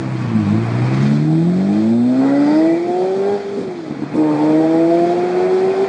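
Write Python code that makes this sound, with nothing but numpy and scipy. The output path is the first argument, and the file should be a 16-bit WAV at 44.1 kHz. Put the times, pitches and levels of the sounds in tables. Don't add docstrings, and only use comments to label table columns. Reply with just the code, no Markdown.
import sys
import numpy as np
from scipy import signal
from scipy.fft import rfft, irfft
from scipy.io import wavfile

SR = 44100
rng = np.random.default_rng(int(sys.argv[2]) if len(sys.argv) > 2 else 0)


def transcribe(signal):
    frames = np.atleast_2d(signal).T
    limited = np.clip(frames, -1, 1)
    pcm = np.round(limited * 32767).astype(np.int16)
    wavfile.write(sys.argv[1], SR, pcm)


def nominal_scale(level):
    x = np.asarray(level, float) / 20
    return 10 ** x


N = 259308

# time_s, roughness_factor, throttle_0_to_1
COMBUSTION = [
    (0, 1.9, .8),
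    (.9, 1.7, .9),
    (1.3, 1, 1),
    (3.34, 1.1, 1),
    (3.44, 1.3, 0),
    (3.62, 1.5, 0),
    (3.72, 2.6, 0),
    (4.1, 3, 0),
    (4.2, 1.2, 1),
    (5.88, 1.5, 1),
]


def in_time(rows):
    s, *columns = np.transpose(rows)
    return [np.interp(np.arange(N) / SR, s, c) for c in columns]


def ramp(start_s, takes_s):
    return np.clip((np.arange(N) / SR - start_s) / takes_s, 0, 1)


def swells(rows):
    s = np.arange(N) / SR
    return sum(np.outer(dbs, np.exp(-((s - at) / length) ** 2)) for at, length, *dbs in rows)


def at_hz(points, hz):
    point_hz, point_db = np.transpose(points)
    return np.interp(np.log(hz + 1), np.log(point_hz), point_db)


def rms_one(x):
    return x / np.sqrt(np.mean(x ** 2) + 1e-20)


def drift(rate):
    r = np.exp(-80 * np.pi * rate / SR)
    noise = rng.standard_normal(N // 40 + 2002)
    slow = signal.lfilter([1], [1, -2 * r, r * r], noise)[2000:]
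    return np.interp(np.arange(N) / 40, np.arange(len(slow)), rms_one(slow))


def coloured(x, spectrum):
    gain = nominal_scale(at_hz(spectrum, np.fft.rfftfreq(N, 1 / SR)))
    return rms_one(irfft(rfft(x) * gain, N))


def resonance(x, hz, width_hz):
    r = np.exp(-np.pi * width_hz / SR)
    poles = [1, -2 * r * np.cos(2 * np.pi * hz / SR), r * r]
    return signal.lfilter([1, 0, -1], poles, x + 1e-18) * (1 - r * r) / 2


def throttle():
    return in_time(COMBUSTION)[1]


def tail_toward_kerb():
    return ramp(start_s=1.99, takes_s=0.26)


def far_away():
    return ramp(start_s=3.82, takes_s=0.27)


def bank_clicks(cycles):
    clicks = np.diff(np.floor(cycles / 2 + 0.0089 * drift(20)), prepend=0)
    return throttle() * rms_one(clicks - clicks.mean())


def gas_noise(cycles, spectrum, db, gated, patchy_db, clicky):
    strength = nominal_scale(0.7 * rng.standard_normal(4000))[cycles.astype(int)]
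    puffs = 1 - gated + gated * strength * (1 + np.cos(2 * np.pi * cycles)) ** 2 / 6.9
    gas = rms_one(puffs * rng.standard_normal(N)) + clicky * bank_clicks(cycles)
    return nominal_scale(db + patchy_db * drift(13)) * coloured(gas, spectrum)


def tyre_hiss(cycles, road_db):
    # pitch_hz, level_db_per_hz
    hiss = [(2000, -45), (2850, -20), (3080, -3), (3250, -1), (3600, -2), (3900, -4.5), (4300, -1.5),
            (5000, -5), (5800, -10), (7000, -12.5), (8500, -23), (9300, -21), (9900, -19.5), (10600, -35.5)]
    # time_s, length_s, rise_db
    grit = [
        (.79, .008, 2),
        (.945, 0.0091, 4),
        (1.03, .008, 2.5),
        (1.07, 0.009, 3.5),
        (1.16, 0.01, 3.5),
        (2.5, .06, 1.5),
    ]
    hiss_db = road_db + swells(grit)[0] - .6
    return gas_noise(cycles, hiss, hiss_db, gated=0.12, patchy_db=.8, clicky=.08)


def low_thrum(cycles):
    # pitch_hz, level_db_per_hz
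    thrum = [(20, -16), (40, -17.5), (70, -8.5), (110, 4), (160, -10.5), (260, -38.5)]
    thrum_db = -41 - 20 * ramp(start_s=1.1, takes_s=0.89) + 2 * far_away()
    return gas_noise(cycles, thrum, thrum_db, gated=.1, patchy_db=1.5, clicky=0)


def bay_clatter(cycles, swing_db):
    # pitch_hz, level_db_per_hz
    clatter = [(600, -26.5), (950, -2), (1300, -2.5), (1700, -5.5), (2150, -6.5), (2450, -7), (2700, -14.5),
               (2950, -22.5), (4000, -56.5)]
    bay_facing = 1 - ramp(start_s=1.02, takes_s=0.34)
    clatter_db = -36 + 0.78 * swing_db + 5 * bay_facing + 3 * far_away()
    return gas_noise(cycles, clatter, clatter_db - 3.5, gated=0.41, patchy_db=0.34, clicky=0.35)


def exhaust_rasp(cycles, swing_db, surge_db):
    # pitch_hz, level_db_per_hz
    rasp = [(250, -41), (450, 1.5), (560, -4.5), (670, 2), (760, -2), (830, 0), (940, -14.5), (1100, -38.5),
            (2000, -44.5)]
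    rasp_db = surge_db - 29.5 + 0.76 * swing_db + 1.5 * tail_toward_kerb() - 8.5 * (1 - throttle())
    return gas_noise(cycles, rasp, rasp_db - 3.5, gated=0.1, patchy_db=1.64, clicky=0.047)


def exhaust_rumble(cycles, rumble_db):
    # pitch_hz, level_db_per_hz
    rumble = [(30, -54.5), (70, -43.5), (110, -9), (210, 3.5), (330, 1), (440, 1), (560, -8.5),
              (900, -44.5)]
    return gas_noise(cycles, rumble, rumble_db - 4.0, gated=0.62, patchy_db=2.5, clicky=0)


def whistles(cycles):
    # start_s, end_s, pitch_hz, width_hz, level_db
    resonances = [(-.2, 1.25, 1125, 70, -43), (-.3, 1.15, 950, 250, -40), (0, 1.2, 3000, 500, -55),
                  (1.45, 1.9, 660, 60, -37), (2.15, 2.7, 215, 60, -29), (2.12, 2.7, 1380, 350, -37),
                  (2.1, 2.92, 1960, 150, -38), (2.35, 3, 2300, 200, -45), (2.3, 2.7, 4800, 700, -47),
                  (3.1, 4.3, 825, 30, -46), (4.2, 4.95, 1900, 110, -46), (4.17, 4.5, 1100, 130, -40)]
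    out, s = np.zeros(N), np.arange(N) / SR
    clicks = bank_clicks(cycles)
    for start, end, hz, width_hz, db in resonances:
        pulsed = .4 if 900 < hz < 2500 else .08
        air = pulsed * clicks + (1 - pulsed) * rng.standard_normal(N)
        tone = rms_one(resonance(resonance(air, hz, width_hz), hz, width_hz))
        fade = np.sin(np.pi * np.clip((s - start) / (end - start), 0, 1)) ** .7
        out += nominal_scale(db + 1.8 * drift(14)) * tone * fade
    return out


def pops():
    # start_s, peak_db, ring_hz
    bursts = [(3.878, -22, 300), (3.895, -21, 300), (3.907, -13, 250), (3.921, -15, 290), (3.946, -20, 280),
              (3.993, -20, 300), (4.0205, -12, 290), (4.0335, -12, 280), (4.062, -22, 280),
              (4.078, -26, 290), (4.118, -20, 300), (4.139, -14, 280), (4.151, -12, 300)]
    out, s = np.zeros(N), np.arange(1300) / SR
    rise_s = .0028
    for start, db, hz in bursts:
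        ring = -np.sin(2 * np.pi * hz * s) * (s / rise_s) * np.exp(1 - s / rise_s)
        burst = rng.standard_normal(len(s)) * np.exp(-s / .007)
        crack = 1.1 * resonance(resonance(burst, 620, 500), 620, 500)
        at = round(start * SR)
        out[at:at + len(s)] += nominal_scale(db) * (ring + crack)
    return out


def pipe_db(hz):
    # centre_hz, width_hz, flank_db, behind_db, far_behind_db
    modes = [(120, 17, -51, -20, -31), (152.4, 66, -20, -34.5, -27.5), (213, 22.6, -13, -22, -29),
             (262, 9.5, -34, -56.5, -53.5), (321.5, 53, -16.5, -35.5, -44), (399, 26, -40, -23.5, -38),
             (483.6, 68, -48, -25.5, -18.5), (567, 55, -27.5, -25, -54), (634, 33, -28, -17, -22),
             (681, 46, -44, -43.5, -20.5), (716, 73, -31.5, -24, -32), (826, 49, -41.5, -28, -19),
             (907, 70, -48.5, -21.5, -23), (1090, 100, -43, -47, -29.5)]
    hz, behind, far = hz[::50], tail_toward_kerb()[::50], far_away()[::50]
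    power = 0
    for centre, width, flank, tail, distant in modes:
        mode_db = flank + behind * (tail - flank) + far * (distant - tail)
        power = power + nominal_scale(mode_db) ** 2 / (1 + (2 * (hz - centre) / width) ** 2) ** 1.725
    power = power / (1 + (110 / hz) ** 13)
    return np.interp(np.arange(N) / 50, np.arange(len(hz)), 10 * np.log10(power))


def order(cycles, multiple, db, flutter_db, waver):
    rough = in_time(COMBUSTION)[0]
    phase = 2 * np.pi * multiple * cycles + 2.15 * (multiple % 1) + rough * waver * drift(9.5)
    return np.sqrt(2) * nominal_scale(db + rough * flutter_db * drift(16.2)) * np.cos(phase)


def uneven_cylinders(cycles, hz, base_db):
    # multiple_of_note, level_over_rumble_db
    lines = [(.25, -14), (.75, -5.5), (1.25, -4.5), (1.75, -3.5), (2.25, -12), (2.75, -11), (3.5, -10.5),
             (4, -10.5), (4.5, -20.5), (5, -24)]
    # pitch_hz, level_db
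    colour = [(60, -44.5), (100, -6), (150, -3), (700, -9.5), (950, -7.5), (1300, -6), (2500, 8)]
    shut_db = -5 * (1 - throttle())
    out = np.zeros(N)
    for multiple, db in lines:
        line_hz = multiple * hz
        pipe_share_db = .4 * (pipe_db(line_hz) + 30)
        line_db = base_db + db + at_hz(colour, line_hz) + pipe_share_db + multiple * shut_db
        out += order(cycles, multiple, line_db + 1.9 * drift(1.6), flutter_db=2.0, waver=0.36)
    return out


def exhaust_note(cycles, hz):
    # time_s, firing_note_db
    effort = [(0, -24.5), (.5, -20.5), (.85, -16), (1.2, -16.5), (1.5, -13.5), (1.8, -15), (1.92, -12.5),
              (2.6, -12), (2.9, -18.5), (3.33, -16), (3.5, -21.5), (3.8, -29.5), (3.9, -36), (4.1, -37),
              (4.19, -13.5), (4.8, -13), (5.15, -16.5), (5.88, -13.5)]
    # time_s, length_s, note_db, other_orders_db
    cancels = [(.18, 0.13, 1.5, -3.5), (.67, 0.044, -2.5, -5.5), (2.83, 0.046, -.1, -6.5),
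               (3.16, .03, -2, -4), (3.422, 0.056, -8.5, -7), (4.2, 0.032, 1.2, -5.5),
               (4.368, 0.051, -4, -0.5), (4.68, 0.044, 0.3, -2), (5.33, 0.031, -1.7, -4),
               (5.751, 0.032, -8, -4), (5.88, .025, -11.5, -10.1)]
    # multiple_of_note, into_pipe_db, off_throttle_db, flutter_db, phase_waver_rad
    orders_fed = [(1 / 2, 0, -7, .8, .35), (3 / 2, -2.8, -14, 1.4, .26), (4 / 2, 0, -22, 2, .14),
                  (5 / 2, -6, -24, 2.3, .22), (6 / 2, -7, -28, 2.1, .18)]
    shut = 1 - throttle()
    cancel_db, others_db = swells(cancels)
    washed_db = -17 * np.clip((hz - 324) / 14, 0, 1)
    out = order(cycles, 1, in_time(effort)[0] + cancel_db, flutter_db=.9, waver=.16)
    for multiple, fed_db, shut_db, flutter_db, waver in orders_fed:
        db = fed_db + shut * shut_db + pipe_db(multiple * hz) + others_db + (multiple > 2) * washed_db
        out += order(cycles, multiple, db, flutter_db, waver)
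    return out


def scene():
    # time_s, firing_note_hz
    revs = [(0, 130), (.16, 129.3), (.47, 98.9), (.6, 113.9), (.77, 120), (1.4, 163.7), (2.3, 277),
            (2.45, 290.2), (2.62, 319.8), (3.34, 407.6), (3.42, 400.6), (3.6, 398.5), (4.0, 270.9),
            (4.2, 311), (4.37, 298), (4.5, 309.9), (5.2, 354.8), (5.88, 390.2)]
    # time_s, level_db
    road = [(0, -48.5), (.6, -46.5), (.9, -42.5), (1.05, -41.5), (1.22, -47.5), (1.35, -48.5), (1.8, -44),
            (1.97, -50.5), (2.25, -45), (2.55, -45), (2.85, -47.5), (3.3, -45.5), (3.45, -47), (4.0, -51),
            (4.45, -44.5), (4.7, -46), (5.3, -43.5), (5.88, -43)]
    # time_s, length_s, rumble_db, rasp_db, uneven_lines_db
    surges = [(1.05, 0.079, 8, -2, -6), (1.62, 0.16, 2.5, -0.8, 3), (2.08, 0.069, -6.5, -7, 9.5),
              (2.27, 0.057, -3, 6.5, 8.5), (2.93, 0.16, 0.5, 0.3, -22), (3.3, 0.11, 2.7, -3, 1.5),
              (3.45, 0.11, -4, 5.5, 2.5), (3.62, .09, 5.5, 0.5, .1), (4.17, 0.025, 11, -3, -4),
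              (4.42, 0.2, 2.5, 3.5, 0.5), (5.1, 0.14, 2, 2.5, -13), (5.45, 0.083, 1.2, 3, 4.5)]
    hz, road_db = in_time(revs)[0], in_time(road)[0]
    cycles = np.cumsum(hz) / SR
    swing_db = road_db - road_db.mean()
    rumble_surge, rasp_surge, uneven_surge = swells(surges)
    rumble_db = rumble_surge - 30.5 + 0.32 * swing_db + 3.5 * tail_toward_kerb()
    car = tyre_hiss(cycles, road_db)
    car += low_thrum(cycles)
    car += bay_clatter(cycles, swing_db)
    car += exhaust_rasp(cycles, swing_db, rasp_surge)
    car += exhaust_rumble(cycles, rumble_db)
    car += whistles(cycles) + pops()
    car += uneven_cylinders(cycles, hz, rumble_db + 0.05 + uneven_surge)
    car += exhaust_note(cycles, hz)
    return car[None]


def coarse_grain(x, grain_db):
    hz, s, cells = signal.stft(x, SR, nperseg=2048)
    depth_db = grain_db * np.clip(hz / 1500 - .6, 0, 1)[:, None]
    cells = cells * nominal_scale(depth_db * rng.standard_normal(cells.shape[1:]))
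    return signal.istft(cells, SR, nperseg=2048)[1][:, :N]


def converter_images(x):
    # pitch_hz, level_db
    beats = [(3500.3, -55), (3900.3, -45), (4300.3, -53), (7400.7, -61), (7800.8, -52), (8200.8, -51),
             (8600.8, -62)]
    turned = signal.hilbert(x).imag
    for k, (hz, db) in enumerate(beats):
        beat = 2 * np.pi * hz * np.arange(N) / SR
        x = x + 2 * nominal_scale(db) * (turned * np.sin(beat) if k % 2 else x * np.cos(beat))
    return x


def low_pass(x):
    return signal.sosfilt(signal.butter(12, 9890, fs=SR, output="sos"), x)


def record(dry):
    x = .95 * np.tanh(coarse_grain(dry, grain_db=3.5) / .95)
    x = signal.sosfilt(signal.butter(2, 44.7, "high", fs=SR, output="sos"), x)
    x = converter_images(x)
    x = signal.sosfiltfilt(signal.cheby2(8, 40, 10800, fs=SR, output="sos"), x)
    return low_pass(x)


dry = scene()
out = record(dry)
transcribe(out)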